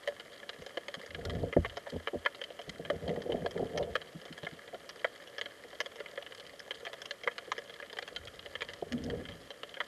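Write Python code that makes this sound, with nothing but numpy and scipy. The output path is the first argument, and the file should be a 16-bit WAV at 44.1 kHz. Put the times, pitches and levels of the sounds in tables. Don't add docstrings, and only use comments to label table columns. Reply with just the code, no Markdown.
import sys
import numpy as np
from scipy import signal
from scipy.fft import rfft, irfft
from scipy.io import wavfile

SR = 44100
rng = np.random.default_rng(int(sys.argv[2]) if len(sys.argv) > 2 else 0)


def store_pcm(level_fs):
    pcm = np.round(np.clip(level_fs, -1, 1) * 32767).astype(np.int16)
    wavfile.write(sys.argv[1], SR, np.atleast_2d(pcm).T)


def boost_factor(decibels):
    exponent = np.asarray(decibels, float) / 20
    return 10 ** exponent


N = 435266

# start in seconds, reference peak in dB (that of the high group at 0 dB),
# then the peaks of the low, high and top housing groups in dB relative to it.
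NEAR_SNAPS = [(0.0748, -24.5, 0.5, -7, -9.5), (0.1977, -33.5, -10, -1, -7), (0.4296, -39, -1.5, -7, -24),
              (0.4917, -29, -13, -1.5, -4.5), (0.531, -39.5, -16, -4.5, -23), (0.62, -41, 2, -4, -9),
              (0.663, -37, 0.5, -2, -3), (0.7719, -27, 3, -4, -13), (0.8826, -30, -3, -2.5, -8),
              (0.941, -29, -12, -4, -5), (0.995, -41, -3, -2, -25), (1.0612, -42.5, -2, -16, -2),
              (1.106, -36, -7, -5.5, -9), (1.1468, -28.5, -13.5, -2, -23), (1.2111, -42, -17, -19, -25),
              (1.2512, -34, -25, -3, 4), (1.297, -31, -7, -2.5, -2.5), (1.3504, -38.5, -10, -4, -12),
              (1.5263, -29.5, -3, -4.5, -21), (1.532, -31, -15, -24, -30), (1.6473, -23, -8, -15, -40),
              (1.6511, -36, -7, -13, -32), (1.656, -31.5, -3, -3.5, -32), (1.697, -35.5, -18, -0.5, -28),
              (1.7703, -31.5, 1.5, -4, -5.5), (1.867, -35, -0.5, -10, -25), (1.8992, -40, -5, -0.5, 5),
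              (2.0728, -22, -7.5, -6.5, -36), (2.2511, -30, -3, -2.5, -15), (2.2603, -17, -9.5, -8.5, -44),
              (2.2703, -37, -17, -17, -40), (2.3472, -37, -12, -3, -6), (2.4148, -27.5, -6.5, -2, -31),
              (2.4385, -29, -21, -1, -7), (2.5031, -39, 3, -0.5, -24), (2.591, -35.5, 1, -2.5, -15),
              (2.615, -40, -10, 0.5, -10), (2.6937, -31, -11, -2.5, -3.5), (2.8498, -33, -11, -2.5, -35),
              (2.9003, -23, 3.5, -8.5, -40), (3.0785, -37.5, 4, 1.5, -1.5), (3.0923, -32, -5, -4, -26),
              (3.1603, -39, 5.5, -5.5, -11), (3.219, -37.5, -7, -2.5, -4), (3.3206, -30.5, 5.5, -1, -34),
              (3.461, -28, 6, -5, -8.5), (3.5093, -39.5, -6, -1.5, -3), (3.576, -35.5, -10, -8, -8),
              (3.7751, -27, -2.5, -3.5, -5), (3.8274, -35.5, -3, -2, -10), (3.9536, -18.5, -6.5, -7.5, -32),
              (4.0161, -33.5, -14, -1, -10), (4.215, -44, -3, 0, -2), (4.253, -38, -0.5, -1.5, -6),
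              (4.3256, -38, -24, -1.5, -4), (4.3783, -36, -8, -4, -4), (4.4316, -35, 0, -2, -27),
              (4.448, -35.5, -10, -1, -11), (4.4671, -27, -8, -11.5, -29), (4.7437, -38, 2.5, -3.5, -8),
              (4.8916, -35.5, -19, -2, 0), (4.994, -43.5, -20, 1, -9), (5.0448, -18, -3, -11.5, -46),
              (5.2737, -43, -6, 2, -12), (5.382, -28.5, -10, -3.5, -9), (5.4122, -21, -13.5, -2, -11.5),
              (5.458, -31, -11, -3, -28), (5.7292, -39.5, -2, -6, -26), (5.803, -20, -12.5, -4, -9.5),
              (5.8601, -31.5, -6.5, -3, -6.5), (5.9579, -40.5, -3, -1.5, -6), (6.002, -34, 2.5, -4, -11),
              (6.0596, -34.5, -11, -8, -17), (6.175, -29, -2, -7, -26), (6.2242, -39.5, -4, 3, -28),
              (6.2637, -33.5, -23, -2, -30), (6.322, -35.5, -11, -3, -24), (6.348, -41, -16, -5, 1),
              (6.376, -49, -12, -3, 5), (6.398, -35, -18, -0.5, -25), (6.4652, -41, -16, -1.5, -1.5),
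              (6.594, -43, -21, 2, 4), (6.708, -25, -10, -2, -25), (6.7513, -43.5, -18, -2, 1),
              (6.851, -32.5, -11, -2.5, -13), (6.867, -28, -7.5, -6.5, -31), (6.9307, -31, -6, -3.5, -12),
              (7.0174, -33.5, -11, -1.5, -3), (7.056, -32, -13, -0.5, -8), (7.1088, -26, -12, -2, -7),
              (7.235, -33, -7.5, -2.5, -10), (7.2747, -17, -8.5, -15, -38), (7.3123, -40.5, -5, -2.5, -25),
              (7.3807, -27, -14, -1.5, -6), (7.5177, -21, -14.5, -8.5, -13.5),
              (7.5802, -28.5, -4, -4.5, -11), (7.696, -37, -7, -2, -15), (7.7393, -38.5, -26, -2, -5.5),
              (7.789, -46, -6, -2, -23), (7.7994, -33, -13, -10, -33), (7.825, -34.5, -5, -6.5, -36),
              (7.8981, -37.5, -13, -3, -13), (7.9284, -36, -3.5, -4, -2), (7.969, -34, -4, -4, -23),
              (7.987, -25.5, -9, -5.5, -9.5), (8.0242, -31, -7, -2.5, -4), (8.077, -31.5, -13, -1.5, -29),
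              (8.1617, -27, -13, -1, -5), (8.2727, -35.5, -25, -1.5, -22), (8.392, -33.5, -37, 0, -8),
              (8.46, -32, -5, -2, -13), (8.553, -26, -11.5, -2.5, -41), (8.6073, -31, -12, -2, -15),
              (8.6188, -24.5, -11, -5, -10), (8.6875, -32, -9, -2.5, -11), (8.7344, -35, -23, -2.5, -3),
              (8.9222, -29.5, -7, -2, -4), (9.0388, -43.5, -13, 0, 5.5), (9.0997, -30.5, -9, -4.5, -11),
              (9.2532, -35, -27, -2.5, -10), (9.287, -35, -14, -1.5, -9), (9.32, -41, -24, -0.5, -28),
              (9.5042, -33, -8.5, -1.5, -11), (9.632, -28.5, -6.5, -2, -37), (9.6922, -43.5, -19, 3.5, -6),
              (9.7413, -34, -16, -1.5, -26), (9.769, -35.5, -3.5, -5.5, -25), (9.8029, -21, -14, -6, -25)]
# frequency in Hz, bandwidth in Hz, relative level in dB.
HOUSING_MODES = [
    [(457, 82, -1), (576, 30, 1.5), (675, 59, -5), (781, 450, -17)],
    [(928, 32, 2.5), (1245, 217, 5.5), (1428, 49, 6.5), (1689, 112, 14), (2051, 224, 11), (2505, 170, -4)],
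    [(2824, 470, -3.5), (3165, 270, 15.5), (3260, 310, -5), (3730, 580, -6.5)],
    [(4805, 1730, 6), (5195, 1200, 5), (6620, 365, -9), (10200, 3000, -22)],
]
CRACKLE_DB = [-60, -61, -64.5, -67]
SEA_WASH_DB = [-60.5, -83, -77, -94]
ECHO_DECAY_S = [0.003, 0.0027, 0.0024, 0.002]
# start in seconds, length in seconds, loudest point as a share of the length,
# level in dB, depth in dB (bass up, barrel down).
RUBS_AND_RUMBLE = [(1.08, 0.46, 0.73, -40, 2), (1.587, 0.2, 0.2, -56.5, 10.5),
                   (2.607, 0.51, 0.61, -55, -3.5), (3.001, 0.32, 0.33, -46, -7),
                   (3.218, 0.39, 0.36, -47.5, -6), (3.53, 0.19, 0.47, -43, -4),
                   (3.684, 0.42, 0.16, -51.5, -9), (8.003, 0.68, 0.28, -64.5, 3.5),
                   (8.387, 0.53, 0.67, -63, 3), (8.855, 0.65, 0.19, -47.5, 0.5),
                   (9.036, 0.22, 0.37, -47, -4.5)]
# start in seconds, peak of the body modes in dB,
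# peaks of the deep and of the barrel modes in dB relative to the body.
GUN_BUMPS = [(0.58, -46.5, -5, -21), (0.965, -43, -31, -10), (1.18, -41, -19.5, 6.5),
             (1.237, -49.5, 18, 15.5), (1.362, -36, -36, -6), (1.431, -31, -33, 8), (1.561, -19, -18, -10),
             (1.585, -37, -29, -18), (1.921, -35.5, -3.5, 3.5), (1.957, -35, -30, 5),
             (2.129, -39.5, -9, 12), (2.141, -33, -14, 2.5), (2.672, -38.5, -12, 1), (2.793, -36.5, -26, 5),
             (2.924, -39.5, -1, 7), (3.008, -41.5, 2.5, 3), (3.078, -30, -14, 1.5),
             (3.167, -35.5, -19, 7.5), (3.256, -45.5, -24, 17.5), (3.287, -47, 1, 23),
             (3.341, -32, -26.5, 11.5), (3.388, -47, -2, 11), (3.445, -47, -26, 20), (3.553, -45, -12, 20),
             (3.593, -39.5, -23, 13.5), (3.619, -32, -19, 10.5), (3.742, -45, -3, 17), (3.76, -44, -48, 14),
             (3.789, -42.5, 3.5, 16.5), (3.814, -51, -23, 16), (3.867, -47, 3.5, 10),
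             (4.144, -37, -23, -15), (4.301, -40, -20, -17), (4.429, -38, -32, -12), (4.519, -41, -24, -26),
             (4.727, -52.5, -11.5, 17.5), (5.646, -63.5, -33, 24), (6.826, -65, -41, 27.5),
             (7.263, -53, -42, 20), (7.473, -60.5, -7, 23), (8.118, -56, -20, 15.5),
             (8.822, -42.5, -43, 19), (8.862, -56, -16, 17)]
# frequency in Hz, bandwidth in Hz, relative level in dB.
GUN_MODES = [
    [(48.7, 16, -3.5), (82, 12, 3.5), (115, 42, -7.5)],
    [(164, 21, 3), (203, 12.4, 1), (246, 26.6, 0.5), (337.4, 30, -3)],
    [(352, 77, -6), (473, 52.4, 2), (582, 45, -4.5), (684, 57, -6.5), (804, 140, -39)],
]
KNOCK_PEAK_DB = [-22.5, -30, -12.5, -35]
# frequency in Hz, relative density in dB per Hz.
HISS_SPECTRUM = [(15, -51), (25, -15.5), (273, -8.5), (566, -5.5), (859, -20.5), (1200, -10.5),
                 (1520, -14.5), (1730, -9.5), (2560, -21), (3150, -11.5), (3590, -22.5), (11300, -27.5),
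                 (12500, -27.5), (16200, -96), (22000, -120)]


def evened(x):
    return x / np.sqrt(np.mean(x ** 2) + 1e-20)


def add(mix, start_s, sound):
    part = mix[round(start_s * SR):][:len(sound)]
    part += sound[:len(part)]


def ring(modes, size=4096):
    t = np.arange(size) / SR
    total = np.zeros(size)
    for k, (hz, width_hz, db) in enumerate(modes):
        decay = np.exp(-np.pi * width_hz * t)
        total += (-1) ** k * boost_factor(db) * width_hz * decay * np.sin(2 * np.pi * hz * t)
    return total


def through(drive, modes):
    return evened(signal.oaconvolve(drive, ring(modes))[:len(drive)])


def near_snaps(rise_s=0.00027, tail_s=0.0087, tail_db=-18, direct_db=17, bounce_db=-6, swell_s=0.0003):
    scatter_db = 3.0
    t, out = np.arange(2048) / SR, np.zeros(N)
    click = boost_factor(direct_db) * (t == 0)
    decay = np.exp(-t / np.array(ECHO_DECAY_S)[:, None]) + boost_factor(tail_db) * np.exp(-t / tail_s)
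    shape = (1 - np.exp(-t / rise_s)) * decay
    echoes = rng.standard_normal((len(NEAR_SNAPS), len(t)))
    waits = rng.integers(100, 400, len(NEAR_SNAPS))
    most_modes = max(map(len, HOUSING_MODES))
    landings = boost_factor(scatter_db * rng.standard_normal((len(NEAR_SNAPS), len(HOUSING_MODES), most_modes)))
    mode_rings = [np.array([ring([mode], size=len(t)) * (-1) ** k for k, mode in enumerate(group)])
                  for group in HOUSING_MODES]
    for row, echo, landing, wait in zip(NEAR_SNAPS, echoes, landings, waits):
        start_s, db, low_db, high_db, top_db = row
        rings = np.array([share[:len(group)] @ group for share, group in zip(landing, mode_rings)])
        arrival = click + shape * echo
        drive = arrival + boost_factor(bounce_db) * np.roll(arrival, wait, axis=1)
        groups = signal.fftconvolve(drive, rings, axes=1)
        groups *= (1 - np.exp(-np.arange(groups.shape[1]) / SR / swell_s)) ** 2
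        groups /= abs(groups).max(axis=1, keepdims=True)
        middle = np.sqrt(np.clip(1 - boost_factor(2 * high_db), .06, 1))
        balance = np.array([boost_factor(low_db), middle, boost_factor(high_db), boost_factor(top_db)])
        add(out, start_s, boost_factor(db) * balance @ groups)
    return out


def rubs_and_rumble(slips_per_s=110, slip_db=3.0, slip_s=.006, steady=1.4):
    edge_db, roundness, body_db, touch_s = -21.5, 1.94, 1, 0.019
    t = np.arange(N) / SR
    slips = (rng.random((len(GUN_MODES), N)) < slips_per_s / SR).astype(float)
    slips *= boost_factor(slip_db * np.minimum(rng.exponential(1, N), 3))
    slip_shape = signal.windows.hann(round(2 * slip_s * SR))
    lumps = evened(signal.oaconvolve(slips, slip_shape[None])[:, :N])
    friction = (steady + lumps) * rng.standard_normal(N)
    levels = np.zeros((len(GUN_MODES), N))
    for start_s, length_s, loudest, db, depth_db in RUBS_AND_RUMBLE:
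        touch = np.clip(np.minimum(t - start_s, start_s + length_s - t) / touch_s, 0, 1)
        slack = np.interp((t - start_s) / length_s, [0, np.clip(loudest, .05, .95), 1], [1, 0, 1])
        swell_db = edge_db * slack ** roundness
        balance_db = [[depth_db], [body_db - 2 * max(depth_db, 0)], [-depth_db]]
        levels += boost_factor(balance_db) * touch * boost_factor(db + swell_db)
    return sum(level * through(drive, modes) for level, drive, modes in zip(levels, friction, GUN_MODES))


def fuzzy_note():
    start_s, swell_s, fade_s = 8.89, 0.05, 0.95
    level_db, pitch_hz, width_hz = -32.5, 254, 22
    t = np.maximum(np.arange(N) / SR - start_s, 0)
    envelope = np.minimum(t / swell_s, 1) ** 2 * boost_factor(level_db - 60 * t / fade_s)
    return envelope * through(rng.standard_normal(N), [(pitch_hz, width_hz, 0)])


def bumps(later_s=0.0121):
    push_s, shorter = 0.0099, 0.38
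    t, out = np.arange(8192) / SR, np.zeros(N)
    rough = rng.standard_normal((len(GUN_BUMPS), len(t)))
    rings = np.array([ring(modes, size=len(t)) for modes in GUN_MODES])
    for (start_s, db, deep_db, barrel_db), noise in zip(GUN_BUMPS, rough):
        u = t / (push_s * boost_factor(shorter * deep_db))
        push = u * np.exp(-u) * noise
        deep, body, barrel = signal.fftconvolve(push[None], rings, axes=1)
        add(out, start_s + later_s, boost_factor(db + deep_db) * deep / abs(deep).max())
        add(out, start_s, boost_factor(db) * body / abs(body).max())
        add(out, start_s, boost_factor(db + barrel_db) * barrel / abs(barrel).max())
    return out


def knock():
    start_s, contact_s = 1.566, 0.00012
    deep_later_s, bounce_s, bounce_db = 0.0085, 0.00338, -2.5
    t, out = np.arange(8192) / SR, np.zeros(N)
    first, second = t / contact_s, np.maximum(t - bounce_s, 0) / contact_s
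    push = first * np.exp(-first) + boost_factor(bounce_db) * second * np.exp(-second)
    groups = GUN_MODES + HOUSING_MODES[1:2]
    for modes, db, wait_s in zip(groups, KNOCK_PEAK_DB, [deep_later_s, 0, 0, 0]):
        rung = signal.fftconvolve(push, ring(modes, size=len(t)))
        add(out, start_s + wait_s, boost_factor(db) * rung / abs(rung).max())
    return out


def far_crackle(per_s=340, spread_db=5.5, smear_s=0.0018, colour_db=5.5):
    at = rng.random(N) < per_s / SR
    size = at * boost_factor(spread_db * np.minimum(rng.exponential(1, N), 2.2))
    smear = np.exp(-np.arange(1500) / SR / smear_s)
    echoes, wash, out = rng.standard_normal(N), rng.standard_normal(N), np.zeros(N)
    for modes, far_db, wash_db in zip(HOUSING_MODES, CRACKLE_DB, SEA_WASH_DB):
        coloured = size * boost_factor(colour_db * rng.standard_normal(N))
        bursts = signal.oaconvolve(coloured, smear)[:N]
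        out += boost_factor(far_db) * through(bursts * echoes, modes)
        out += boost_factor(wash_db) * through(wash, modes)
    return out


def hiss(level_db=-57.5):
    hz, (f, db) = np.fft.rfftfreq(N, 1 / SR), np.transpose(HISS_SPECTRUM)
    colour = boost_factor(np.interp(np.log(hz + 1), np.log(f + 1), db))
    return boost_factor(level_db) * evened(irfft(rfft(rng.standard_normal(N)) * colour, N))


def scene(stiff_hz=330, soft_hz=1200):
    stiff = signal.butter(2, stiff_hz, "high", fs=SR, output="sos")
    soft = signal.butter(4, soft_hz, "low", fs=SR, output="sos")
    sea = signal.sosfilt(stiff, near_snaps() + far_crackle())
    handling = signal.sosfilt(soft, rubs_and_rumble() + fuzzy_note() + bumps())
    return (sea + handling + knock())[None]


def band_limit(x):
    return signal.sosfilt(signal.butter(12, 13050, fs=SR, output="sos"), x)


def record(dry, low_cut_hz=45, band_hz=13050):
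    low_cut = signal.butter(3, low_cut_hz, "high", fs=SR, output="sos")
    limit = signal.firwin(401, band_hz, window=("kaiser", 8), fs=SR)
    heard = signal.sosfilt(low_cut, dry + hiss())
    mix = signal.oaconvolve(heard, limit[None], "same")
    return band_limit(mix)


dry = scene()
out = record(dry)
store_pcm(out)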